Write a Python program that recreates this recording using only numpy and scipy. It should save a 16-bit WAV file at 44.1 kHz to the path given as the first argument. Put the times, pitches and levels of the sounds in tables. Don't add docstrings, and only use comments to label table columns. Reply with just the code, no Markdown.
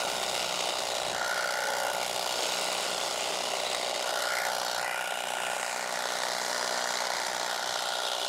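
import sys
import numpy as np
from scipy import signal
from scipy.fft import rfft, irfft, next_fast_len
from scipy.io import wavfile
from scipy.ndimage import uniform_filter1d, map_coordinates

SR = 44100
rng = np.random.default_rng(int(sys.argv[2]) if len(sys.argv) > 2 else 0)


def volts_from_db(level):
    exponent = np.asarray(level, float) / 20
    return 10 ** exponent


def generate_wav(sig):
    pcm = np.round(np.clip(np.atleast_2d(sig).T, -1, 1) * 32767).astype(np.int16)
    wavfile.write(sys.argv[1], SR, pcm)


N = 365148

CRANK_HZ = 30.55
# (time [s], lateness [ms])
CRANK_LAG = [(0.0, 3.8), (1.0, 4.0), (1.2, 3.61), (1.6, 2.74), (1.8, 2.78), (2.0, 3.15), (2.6, 2.95),
             (3.1, 2.62), (3.8, 2.5), (4.4, 1.23), (4.8, 2.65), (5.25, 2.6), (5.6, 1.93), (6.0, 1.7),
             (6.4, 1.24), (7.3, 1.25), (7.8, 1.54), (8.28, 0.22)]

# (time [s], knock [dB], whine [dB], share of the open side facing the microphone [0-1])
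BODY = [(0, -32.5, -23, 0.6), (.45, -35.5, -25, 0.26), (.65, -34.5, -38, 0.56), (1.08, -34, -29, 0.35),
        (1.18, -32, -20.5, 0.52), (1.4, -32, -20, 0.14), (1.65, -34.5, -20, 0.4), (1.87, -30.5, -22.5, 0.8),
        (2.1, -33.5, -27.5, 0.5), (2.9, -34, -23.5, 0.33), (3.5, -33, -33, 0.26), (4.05, -31.5, -28.5, 0.3),
        (4.22, -33, -21, 0), (4.45, -31, -22.5, 0.45), (4.6, -31.5, -29, 0.67), (4.85, -30, -27, 0.7),
        (5.15, -29, -20, 0.58), (5.28, -28, -25, 0.64), (5.55, -29.5, -25, 0.57), (5.82, -32, -31, 0.63),
        (6.5, -33, -31, 0.28), (7.25, -33, -29, 0.46), (8.28, -33, -32, 0.31)]
OPEN_SWAY, SHAKE_DB, WHINE_SHAKE_DB = .06, .5, 1
# (centre [Hz], width [Hz], level [dB])
HOUSING_MODES = [
    [(390, 32, 2), (577, 29, 3), (726, 180, -6.5), (896, 24, -6.5), (2020, 1130, -9.5)],
    [(390, 56, -8), (550, 21, -27), (686, 41, 2), (877, 38, 9.5), (1009, 47, -0.5), (1780, 750, 1)],
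]
# (centre [Hz], width [Hz], level [dB])
THUD_MODES = [
    [(650, 370, 0)],
    [(810, 340, 0)],
]
# (centre [Hz], width [Hz], level [dB])
CASE_MODES = [
    [(1415, 210, 0)],
    [(1491, 110, 0)],
]
# (centre [Hz], width [Hz], level [dB])
TRAY_MODES = [(420, 45, -4), (568, 40, 0), (855, 55, 1)]
TRAY_DB = -9
# (time [s], rise [dB], width [s])
TRAY_LIFTS = [
    (1.68, 8, .3),
    (4.4, 7, .3),
]
# (place [fraction of a turn], level [dB])
FORWARD_STOPS = [
    (-.098, -10),
    (-.048, 0),
]
RETURN_PLACES = [
    .345,
    .397,
    .446,
]
# (time [s], first pin [dB], second pin [dB], stop [dB], lateness [turns])
RETURN_LEVELS = [(.5, -8, -5, -6, .002), (1.05, -9, -5, -6, 0), (1.25, -14, -4, -2.5, -.003),
                 (1.9, -14, -4, -2.5, -.003), (2.3, -5, -9, -8, 0), (2.9, -6, -9, -8, 0),
                 (3.4, -13, -6, -6, 0), (4.75, -13, -5, -4, 0), (4.95, -16, -9, -10, .006),
                 (5.55, -16, -9, -10, .006), (5.9, -14, -4, -6, .002), (6.6, -14, -4, -6, .002),
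                 (7, -14, -11, -2.5, .004)]
# (time [s], level [dB])
KNOCK_ACCENTS = [(0.249, -7), (0.56, -10), (0.674, 3.4), (1.312, -3.2), (1.345, -8), (1.459, 2), (1.737, 3),
                 (1.934, -6), (2.048, -4), (2.081, -3.2), (2.13, -2.7), (2.474, -2), (2.507, -7),
                 (2.539, -3.2), (2.605, -1), (2.801, 1), (2.817, -5), (2.866, 2), (3.079, -3.3),
                 (3.095, -12), (3.423, -7), (3.537, 4), (3.75, 0), (3.946, -10), (4.06, 0), (4.289, -14),
                 (4.436, -12), (4.6, -3), (4.847, -1), (4.896, 1), (5.059, -2), (5.125, 8), (5.141, -2.8),
                 (5.19, 4), (5.419, 0.5), (5.484, 5), (5.517, 2), (6.057, 5), (6.089, -3), (6.302, 1),
                 (6.727, 2), (6.826, 0), (6.907, 0.5), (6.924, -6), (6.973, -10), (6.989, -8), (7.022, 5.0),
                 (7.104, 3.6), (7.12, -1), (7.137, 1), (7.153, -12), (7.251, -4.6), (7.579, -16),
                 (7.628, -2.7), (7.759, 5), (7.791, -14)]
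# (time [s], level [dB])
CLACK_ACCENTS = [(0.069, -6), (0.101, 2), (0.265, -2.2), (0.413, -3), (0.445, 2), (0.478, -1), (0.609, 4.5),
                 (0.691, 0), (0.756, -1), (0.936, -4), (1.377, 1), (1.475, 0), (1.819, -3), (1.917, -4),
                 (1.967, -3), (1.999, -4), (2.539, 1), (2.556, -2.3), (2.605, -5), (2.637, -1.5),
                 (2.67, -1), (2.817, -2.1), (2.883, 1.5), (2.965, -2.6), (2.997, -2.2), (3.455, 1.5),
                 (3.554, 1), (3.684, -6), (3.75, 3.5), (3.766, -2), (3.93, -11), (4.126, -9), (4.224, 2.9),
                 (4.371, 1), (4.469, 1.5), (5.288, 2), (5.305, 1.9), (5.484, -3.1), (5.795, -1), (5.86, -3),
                 (6.237, 5), (6.629, 1), (6.695, 2.7), (6.809, -2), (6.858, -3.7), (6.989, 1.5),
                 (7.038, -4), (7.087, -6), (7.267, 2.5), (7.284, 0), (7.333, -1), (7.595, -1),
                 (7.611, -2.2), (7.644, -2.1), (7.791, 0), (8.069, 1.5)]
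ACCENT_S = .011
# (time [s], after the forward stop [dB], close to the return
# stop [dB])
TAKE_UP = [(0, -21, -8.5), (1, -22, -10), (1.2, -8, -17), (1.9, -17, -21), (2.2, -20, -15), (3.9, -22, -12),
           (4.3, -21, -12), (4.8, -15, -10.5), (5.6, -22, -21), (6, -17, -15), (7, -14, -13),
           (8.28, -13.5, -15)]
TAKE_UP_HZ, TAKE_UP_WIDTH_HZ = 1433, 230

# (time [s], level [dB], ticks at the top end [dB], leaves between the teeth [dB],
# share of the far edge [0-1])
BLADES = [(0, -34.5, -22, -2, 0.25), (.5, -35, -28, -5, 0.28), (1.08, -36.5, -26, -13, 0.23),
          (1.2, -35.5, -12, -28, 0.65), (1.9, -35, -8, -28, 0.37), (2.3, -33, -10.5, -11, 0.37),
          (2.45, -34, -29, 2.5, 0.22), (2.9, -35.5, -34, 0.5, 0.23), (3.75, -36.5, -36.5, -14, 0.16),
          (4.1, -33.5, -12, -28, 0.25), (4.25, -34.5, -11, -21, 0.35), (4.72, -34.5, -6.5, -27, 0.8),
          (4.9, -38, -6, -16, 0.13), (5.45, -35, -14, -3, 0), (5.8, -36, -9.5, -4.5, 0.4),
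          (6.7, -32, -11, -3.5, 0.62), (7.5, -34, -8.5, -8.5, 0.6), (8.28, -35.5, -7, -2, 0.48)]
# (centre [Hz], width [Hz], level [dB])
STEEL_MODES = [
    [(1987, 216, 1), (2466, 52, 6), (2840, 216, 2.5), (3400, 190, 8), (3983, 420, 8.5), (4093, 230, 9.5),
     (5000, 1180, -2.5), (6190, 530, 4), (6500, 680, 3), (7720, 1220, 2.5), (9520, 2850, -4)],
    [(1830, 150, 0), (3110, 170, -4), (3710, 290, 2.5), (4005, 590, 11.5), (4900, 680, 6), (5760, 410, 9.5),
     (6530, 280, 3), (7216, 225, 8.5), (8140, 1340, 2.5), (9500, 3700, -4)],
]
# (frequency [Hz], level [dB per Hz])
SLIDE_COLOUR = [(120, -20.5), (200, -11.5), (491, -1), (548, -4), (1200, -5), (1450, -10.5), (1610, -9.5),
                (2800, -5), (3820, -0.5), (9730, -39), (16000, -70)]
SLIDE_DB, SLIDE_YIELDS = -8, 0.21
SLAP_DB, SLAP_HZ, SLAP_WIDTH_HZ = -12, 2050, 900
# (time [s], loss [dB], width [s])
SNAGS = [
    (7.6, 1, 0.037),
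]
# (time [s], loss [dB], width [s])
HIDDEN = [(4.95, 7, .2), (5.45, 3, .3), (2.6, 2, .8)]

# (time [s], peak [dB])
SNAPS = [(0.0992, -16), (0.4429, -21), (0.6559, -16), (1.1473, -14), (1.3753, -18), (3.7479, -20),
         (3.8127, -19), (3.9439, -20), (4.2213, -19), (4.7127, -20), (4.9097, -24), (6.0212, -21),
         (6.6428, -16), (6.6922, -18), (6.9052, -24), (6.9706, -23), (7.166, -19), (7.2654, -20),
         (7.2973, -24), (7.3467, -20), (7.5108, -21), (7.8047, -21), (7.887, -20), (8.2302, -21)]
SNAP_DB, SNAP_HZ, SNAP_WIDTH_HZ = -6, 4000, 5000

# (time [s], first cancelled frequency [Hz], strength [0-1])
BOUNCE = [(1.1, 1850, 0.8), (1.18, 2470, 0.8), (1.4, 2880, 0.94), (1.7, 2600, 0.62), (1.9, 2260, 0.77),
          (1.98, 2030, 0.9), (3.95, 1740, 0.5), (4.15, 2370, 1), (4.38, 2980, 0.96), (4.48, 2820, 1),
          (4.55, 2290, 0.6), (4.74, 2370, 0.55), (4.82, 3400, 1), (4.95, 4170, 0.98), (5.2, 4900, 0.54),
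          (5.45, 4100, 0.74), (5.72, 3400, 1), (6.2, 2790, 0.96), (7.5, 2770, 0.97), (8.28, 2050, 0.8)]
# (time [s], span [s], centre [Hz],
# width [Hz], rise, or fall if negative [dB])
BAND_SWELLS = [(1.09, 0.21, 1780, 81, 8), (1.74, 0.33, 2140, 140, 5), (1.64, 0.17, 1800, 120, 4),
               (4.4, 0.081, 2110, 80, 9), (4.4, 0.11, 1700, 110, 9), (4.88, 0.065, 2000, 77, 18),
               (4.93, 0.092, 2380, 77, 12.5), (5.25, 0.22, 2440, 140, 1), (5.24, 0.54, 2040, 200, -8),
               (5.37, 0.38, 5200, 2100, -4), (8.06, 0.48, 3610, 690, 7.5), (4.3, 0.087, 3030, 290, 1),
               (1.4, 0.16, 1380, 50, 0.5), (8, 0.23, 1410, 44, 8), (4.72, .1, 3600, 1000, 3),
               (7.87, 0.43, 520, 110, -4), (7.5, 0.96, 880, 110, 3), (1.71, 0.14, 892, 43, 13),
               (1.7, 0.21, 503, 51, 8.5), (0.77, 0.51, 3000, 120, 1), (0.98, 0.36, 3900, 230, 2),
               (3, 0.31, 2700, 120, 0), (3.1, 0.38, 3770, 150, -9), (2.04, .08, 2200, 220, 6.5),
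               (1.58, 0.14, 660, 36, -3), (4.5, 0.35, 500, 50, 3), (4.45, .2, 750, 46, 2),
               (4.67, 0.24, 370, 60, -5), (5.18, 0.3, 3550, 400, -4), (5.15, .2, 2900, 180, 0),
               (4.4, .15, 13400, 2500, 6), (4.2, 0.092, 13000, 2500, 2), (5.65, 0.18, 7700, 1600, 5.5),
               (6.66, 0.74, 790, 59, -3), (6.6, 0.22, 980, 51, 6), (6.6, .3, 2200, 300, -3.5),
               (5.1, 0.26, 750, 41, 2), (1.18, 0.054, 2100, 60, 5), (1.4, .12, 2160, 110, 2),
               (8.2, .15, 400, 100, 4)]
SINK_DB_PER_S = 1.3

# (time [s], length [s])
FLICKER = [(1.26, .1), (1.45, .15), (1.75, .08), (2.03, .08), (2.31, .26), (2.7, .035), (2.84, .03),
           (3.08, .03), (3.14, .11), (4.02, .02), (4.17, .03), (4.68, .06), (4.81, .04), (5.14, .025),
           (6.19, .06), (6.35, .03), (6.72, .03), (6.885, .13), (7.04, .135), (7.49, .06), (7.57, .145),
           (7.78, .065), (7.91, .265)]
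FLECKS = [.165, 1.26, 1.41, 2.34, 3.095, 3.17, 3.22, 3.92, 3.97, 4.023, 4.116, 4.66, 4.725, 4.77, 5.17,
          6.14, 6.885, 6.955, 7.274, 7.46, 7.6, 7.635, 7.785, 7.88, 7.97, 8.063, 8.2]
FLECK_S, FLECK_HZ, TOP_HZ = .012, 4800, 11700

# (multiple of the crank rate, level [dB])
HUM_ORDERS = [(3, -92), (4, -79), (5, -76), (6, -62.5), (8, -61.5), (18, -60.5)]
HUM_DB, HUM_SWAY_DB = -3, 1
# (time [s], rise [dB], width [s])
LEANS = [(.5, 11.5, 0.25), (1.65, 10.5, 0.3), (2.62, 13, 0.24), (2.93, 10, .06), (3.4, 7.5, 0.35),
         (4.5, 6.5, 0.36), (5.5, 3, 0.84), (6.5, 9.5, 0.91)]
# (time [s], level [dB], width [s])
UPPER_HUM_GROWS = [(7.2, 1.5, 1.7), (1.3, -10, .5), (0.52, -13, 0.43), (4.7, -8, 0.3), (2.66, -15, .15)]
THUMP_HIDES_S, THUMP_LOSS_DB = 4.55, 10
# (frequency [Hz], level [dB per Hz])
WIND_COLOUR = [(15, -45), (30, -32), (45, -20), (70, -10.5), (110, -5.5), (170, -0.5), (260, -4),
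               (340, 0.5), (450, -6), (700, -120)]
WIND_DB, WIND_SAG_DB_PER_S, WIND_SWAY_DB = -63.5, 1.3, 2
# (time [s], rise [dB], width [s])
GUSTS = [(.6, 0, 0.29), (1.1, 6.5, 0.071), (2.9, 1, 0.44), (5.4, 4, 0.22), (7.68, 10, 0.074)]


def housing(turns):
    knock_db, _, side = curves(BODY)
    knock_db = knock_db + SHAKE_DB * wobble(7)
    side = side + OPEN_SWAY * wobble(4.03)

    def dull_twice(modes):
        return lambda hz: (ringing(modes)(hz) / (1 + 1j * hz / 950 - (hz / 950) ** 2)) ** 2

    def without_bass(modes):
        return lambda hz: ringing(modes)(hz) / (1 + (330 / (hz + 1)) ** 4)

    stops = reversals(turns)
    tray = unit(filtered(stops, lambda hz: sum(ringing([mode])(hz) ** 2 for mode in TRAY_MODES)))
    thud = faces(stops, THUD_MODES, side, dull_twice) + volts_from_db(TRAY_DB + bumps(TRAY_LIFTS)) * tray
    knocks = blows(turns, [(-.1, 0), (.365, 0)], jitter_ms=.25, scatter_db=1.2)
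    rattle = bursts(knocks, rise_ms=.7, fall_ms=3) + volts_from_db(-2.5) * rng.standard_normal(N)
    loose = faces(rattle, HOUSING_MODES, side, without_bass)
    body = unit(unit(thud) + volts_from_db(-5.5) * unit(loose))
    return volts_from_db(knock_db) * (volts_from_db(accents(KNOCK_ACCENTS)) * body + take_up(turns))


def reversals(turns):
    *levels_db, late = curves(RETURN_LEVELS)
    train = blows(turns, FORWARD_STOPS, jitter_ms=.05, scatter_db=.6)
    for place, db in zip(RETURN_PLACES, levels_db):
        train = train + volts_from_db(db) * blows(turns - late, [(place, 0)], jitter_ms=.06, scatter_db=.6)
    return train


def take_up(turns):
    forward_db, return_db = curves(TAKE_UP)

    def ring_after(place):
        hit = unit(blows(turns, [(place, 0)], jitter_ms=.2, scatter_db=2))
        return unit(filtered(hit, lambda hz: ringing([(TAKE_UP_HZ, TAKE_UP_WIDTH_HZ, 0)])(hz) ** 2))

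    return volts_from_db(forward_db) * ring_after(.045) + volts_from_db(return_db) * ring_after(.435)


def blades(turns):
    level_db, tick_db, leaves_db, edge = curves(BLADES)
    level_db = level_db - bumps(SNAGS) + accents(CLACK_ACCENTS)
    slide_db = SLIDE_DB - SLIDE_YIELDS * tick_db

    clacks = blows(turns, [(-.08, 0), (.405, -1.8)], jitter_ms=.3, scatter_db=.9)
    clack = bursts(clacks, rise_ms=.1, fall_ms=3.8)
    slap_places = [(-.07, 0), (-.035, -3), (.425, -.7), (.46, -4)]
    slap = unit(blows(turns, slap_places, jitter_ms=.2, scatter_db=1.5))
    forth = blows(turns, [(-.082, 0)], jitter_ms=.4, scatter_db=1.5)
    back = volts_from_db(-bumps(HIDDEN)) * blows(turns, [(.4, -3)], jitter_ms=.5, scatter_db=2)
    tick = bursts(forth + back, rise_ms=.5, fall_ms=5)
    snips = blows(turns, [(.2, 0), (.69, -.8)], jitter_ms=.5, scatter_db=2.2)
    snip = bursts(snips, rise_ms=.5, fall_ms=2)
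    speed = 1 - 0.44 * np.cos(4 * np.pi * (turns + 0.23)) ** 4
    roughness = volts_from_db(2.57 * wobble(400) + 0.069 * wobble(25))
    grit = volts_from_db(slide_db) * unit(speed * rng.standard_normal(N) * roughness)

    struck = clack + volts_from_db(-14) * slap + volts_from_db(3) * grit + volts_from_db(leaves_db - 12) * snip
    steel = faces(struck, STEEL_MODES, edge, ringing)
    leaves = unit(filtered(grit, colour(SLIDE_COLOUR)))
    crisp = snip + volts_from_db(-40) * unit(grit)
    crisp = unit(filtered(crisp, lambda hz: ringing([(7400, 5500, 0)])(hz) ** 2))
    hiss = tick + volts_from_db(-4) * grit
    top = unit(filtered(hiss, lambda hz: ringing([(10000, 5500, 0)])(hz) ** 2))
    heel = unit(filtered(slap, lambda hz: ringing([(SLAP_HZ, SLAP_WIDTH_HZ, 0)])(hz) ** 2))
    cutting = steel + volts_from_db(SLAP_DB) * heel + volts_from_db(-2.5) * leaves
    cutting = cutting + volts_from_db(leaves_db - 8) * crisp + volts_from_db(tick_db) * top
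    return volts_from_db(level_db - 1.5) * cutting


def gears(turns):
    _, whine_db, side = curves(BODY)
    whine_db = whine_db + WHINE_SHAKE_DB * wobble(4.24)
    stroke = 4 * np.pi * turns
    mesh = 2 * np.pi * 47 * turns
    mesh = mesh + 0.8 * np.sin(stroke - 4.1) + 0.75 * wobble(40) + 1.2 * wobble(5.2)
    load = 1 + .7 * np.cos(stroke - 2.1) - .2 * np.sin(stroke / 2)
    tone = np.sin(mesh) * volts_from_db(0.68 * wobble(50))
    tone = tone + volts_from_db(-6) * np.sin(2 * mesh) * volts_from_db(1.4 * wobble(59))

    def ringing_twice(modes):
        return lambda hz: ringing(modes)(hz) ** 2

    case = load * faces(rng.standard_normal(N), CASE_MODES, 2 * side - .2, ringing_twice)
    return volts_from_db(whine_db - 21) * unit(unit(load * tone) + volts_from_db(-5) * unit(case))


def stems():
    s, db = np.transpose(SNAPS)
    train = np.bincount((s * SR).astype(int), volts_from_db(db + SNAP_DB), N)
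    t = np.arange(400) / SR
    crack = signal.fftconvolve(train, np.exp(-t / .0012))[:N] * rng.standard_normal(N)
    return filtered(crack, lambda hz: ringing([(SNAP_HZ, SNAP_WIDTH_HZ, 0)])(hz) ** 2)


def bush_tops(x):
    hz, t, z = signal.stft(x, SR, nperseg=512)
    hz = hz[:, None]
    s, hollow_hz, strength = np.transpose(BOUNCE)
    ratio = hz / np.interp(t, s, hollow_hz)
    copy = np.clip(np.interp(t, s, strength) + 0.02, 0, 1) * np.exp(-(ratio / 1.09) ** 4 - 2j * np.pi * ratio)
    field = uniform_filter1d(rng.standard_normal(z.shape), size=4, axis=0)
    field = uniform_filter1d(field, size=30, axis=1)
    glint_db = 1.33 * unit(field) * np.clip(hz / 3000, 0, 1)
    for at, span, centre_hz, width_hz, db in BAND_SWELLS:
        glint_db = glint_db + db * np.exp(-((t - at) / span) ** 2 - ((hz - centre_hz) / width_hz) ** 2)
    sink_db = SINK_DB_PER_S * t * (hz / 16000) ** 2
    return signal.istft(z * (1 - copy) * volts_from_db(glint_db - sink_db), SR, nperseg=512)[1][:N]


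def flicker(mid):
    hz, t, z = signal.stft(mid, SR, nperseg=512)

    def during(spans):
        return np.any([(t > s - .006) & (t < s + length + .006) for s, length in spans], axis=0)

    top = np.outer(hz > TOP_HZ, during(FLICKER))
    below = np.outer((hz > FLECK_HZ) & (hz < TOP_HZ), during([(s, FLECK_S) for s in FLECKS]))
    scrambled = z * np.exp(2j * np.pi * rng.random(z.shape))
    return signal.istft(scrambled * (top | below), SR, nperseg=512)[1][:N]


def hum(turns):
    t = np.arange(N) / SR
    hum_db = HUM_DB + bumps(LEANS) + HUM_SWAY_DB * wobble(3.1)
    orders = np.zeros(N)
    for k, db in HUM_ORDERS:
        order_db = db + .8 * wobble(3) + (k == 8) * bumps(UPPER_HUM_GROWS)
        orders += volts_from_db(order_db) * np.sin(2 * np.pi * k * turns)
    wind_db = WIND_DB - WIND_SAG_DB_PER_S * t + bumps(GUSTS) + WIND_SWAY_DB * wobble(3.7)
    wind = unit(filtered(rng.standard_normal(N) * volts_from_db(.9 * wobble(8)), colour(WIND_COLOUR)))
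    thump = volts_from_db(-2 - THUMP_LOSS_DB * (t > THUMP_HIDES_S)) * np.sin(4 * np.pi * turns)
    return volts_from_db(hum_db) * orders + volts_from_db(wind_db) * (volts_from_db(10.5) * wind + thump)


def blows(turns, places, jitter_ms, scatter_db):
    whole = np.arange(300)
    train = np.zeros(N)
    for place, db in places:
        chance = rng.standard_normal((len(whole), 2))
        at = np.interp(whole + place, turns, np.arange(N), right=2 * N)
        at = at + jitter_ms * SR / 1000 * chance[:, 0]
        inside = (at > 0) & (at < N - 1)
        train += np.bincount(at[inside].astype(int), volts_from_db(db + scatter_db * chance[inside, 1]), N)
    return train


def bursts(train, rise_ms, fall_ms):
    t_ms = np.arange(1500) / SR * 1000
    shape = np.exp(-t_ms / fall_ms) * (1 - np.exp(-t_ms / rise_ms))
    return unit(np.abs(signal.fftconvolve(train, shape)[:N]) * rng.standard_normal(N))


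def faces(x, pair, share, shape):
    angle = np.clip(share, 0, 1) * np.pi / 2
    first, second = (unit(filtered(x, shape(modes))) for modes in pair)
    return np.cos(angle) * first + np.sin(angle) * second


def ringing(modes):
    def response(f):
        total = 0
        for k, (c, w, db) in enumerate(modes):
            total = total + (-1) ** k * volts_from_db(db) * 1j * f * w / (c * c - f * f + 1j * f * w)
        return total
    return response


def colour(points):
    f, db = np.transpose(points)
    return lambda hz: volts_from_db(np.interp(np.log(hz + 1), np.log(f + 1), db))


def filtered(x, response):
    m = next_fast_len(N + 8192)
    return irfft(rfft(x, m) * response(np.fft.rfftfreq(m, 1 / SR)), m)[..., :N]


def accents(rows):
    s, db = np.transpose(rows)
    marks = np.bincount((s * SR).astype(int), db, N)
    return signal.fftconvolve(marks, signal.windows.tukey(int(ACCENT_S * SR), .5), mode="same")


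def bumps(rows):
    return sum(height * np.exp(-((np.arange(N) / SR - s) / width) ** 2) for s, height, width in rows)


def curves(rows):
    s, *cols = np.transpose(rows)
    return [np.interp(np.arange(N) / SR, s, c) for c in cols]


def wobble(rate):
    return map_coordinates(rng.standard_normal(int(N * rate / SR) + 4), [np.arange(N) * rate / SR])


def unit(x):
    return x / np.sqrt(np.mean(x ** 2) + 1e-20)


def scene():
    lag_ms = curves(CRANK_LAG)[0]
    turns = CRANK_HZ * (np.arange(N) / SR - lag_ms / 1000)
    tool = bush_tops(volts_from_db(-6) * housing(turns) + gears(turns) + blades(turns))
    mid = tool + hum(turns) + stems()
    side = volts_from_db(-6.5) * flicker(mid)
    return np.array([mid + side, mid - side])


def band_limit(x):
    return signal.sosfilt(signal.butter(12, 16100, fs=SR, output="sos"), x)


def record(dry):
    soft = dry / (1 + np.abs(dry / .145) ** 4) ** (1 / 4)
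    mix = filtered(soft, lambda hz: hz < 15780)
    return band_limit(mix)


dry = scene()
out = record(dry)
generate_wav(out)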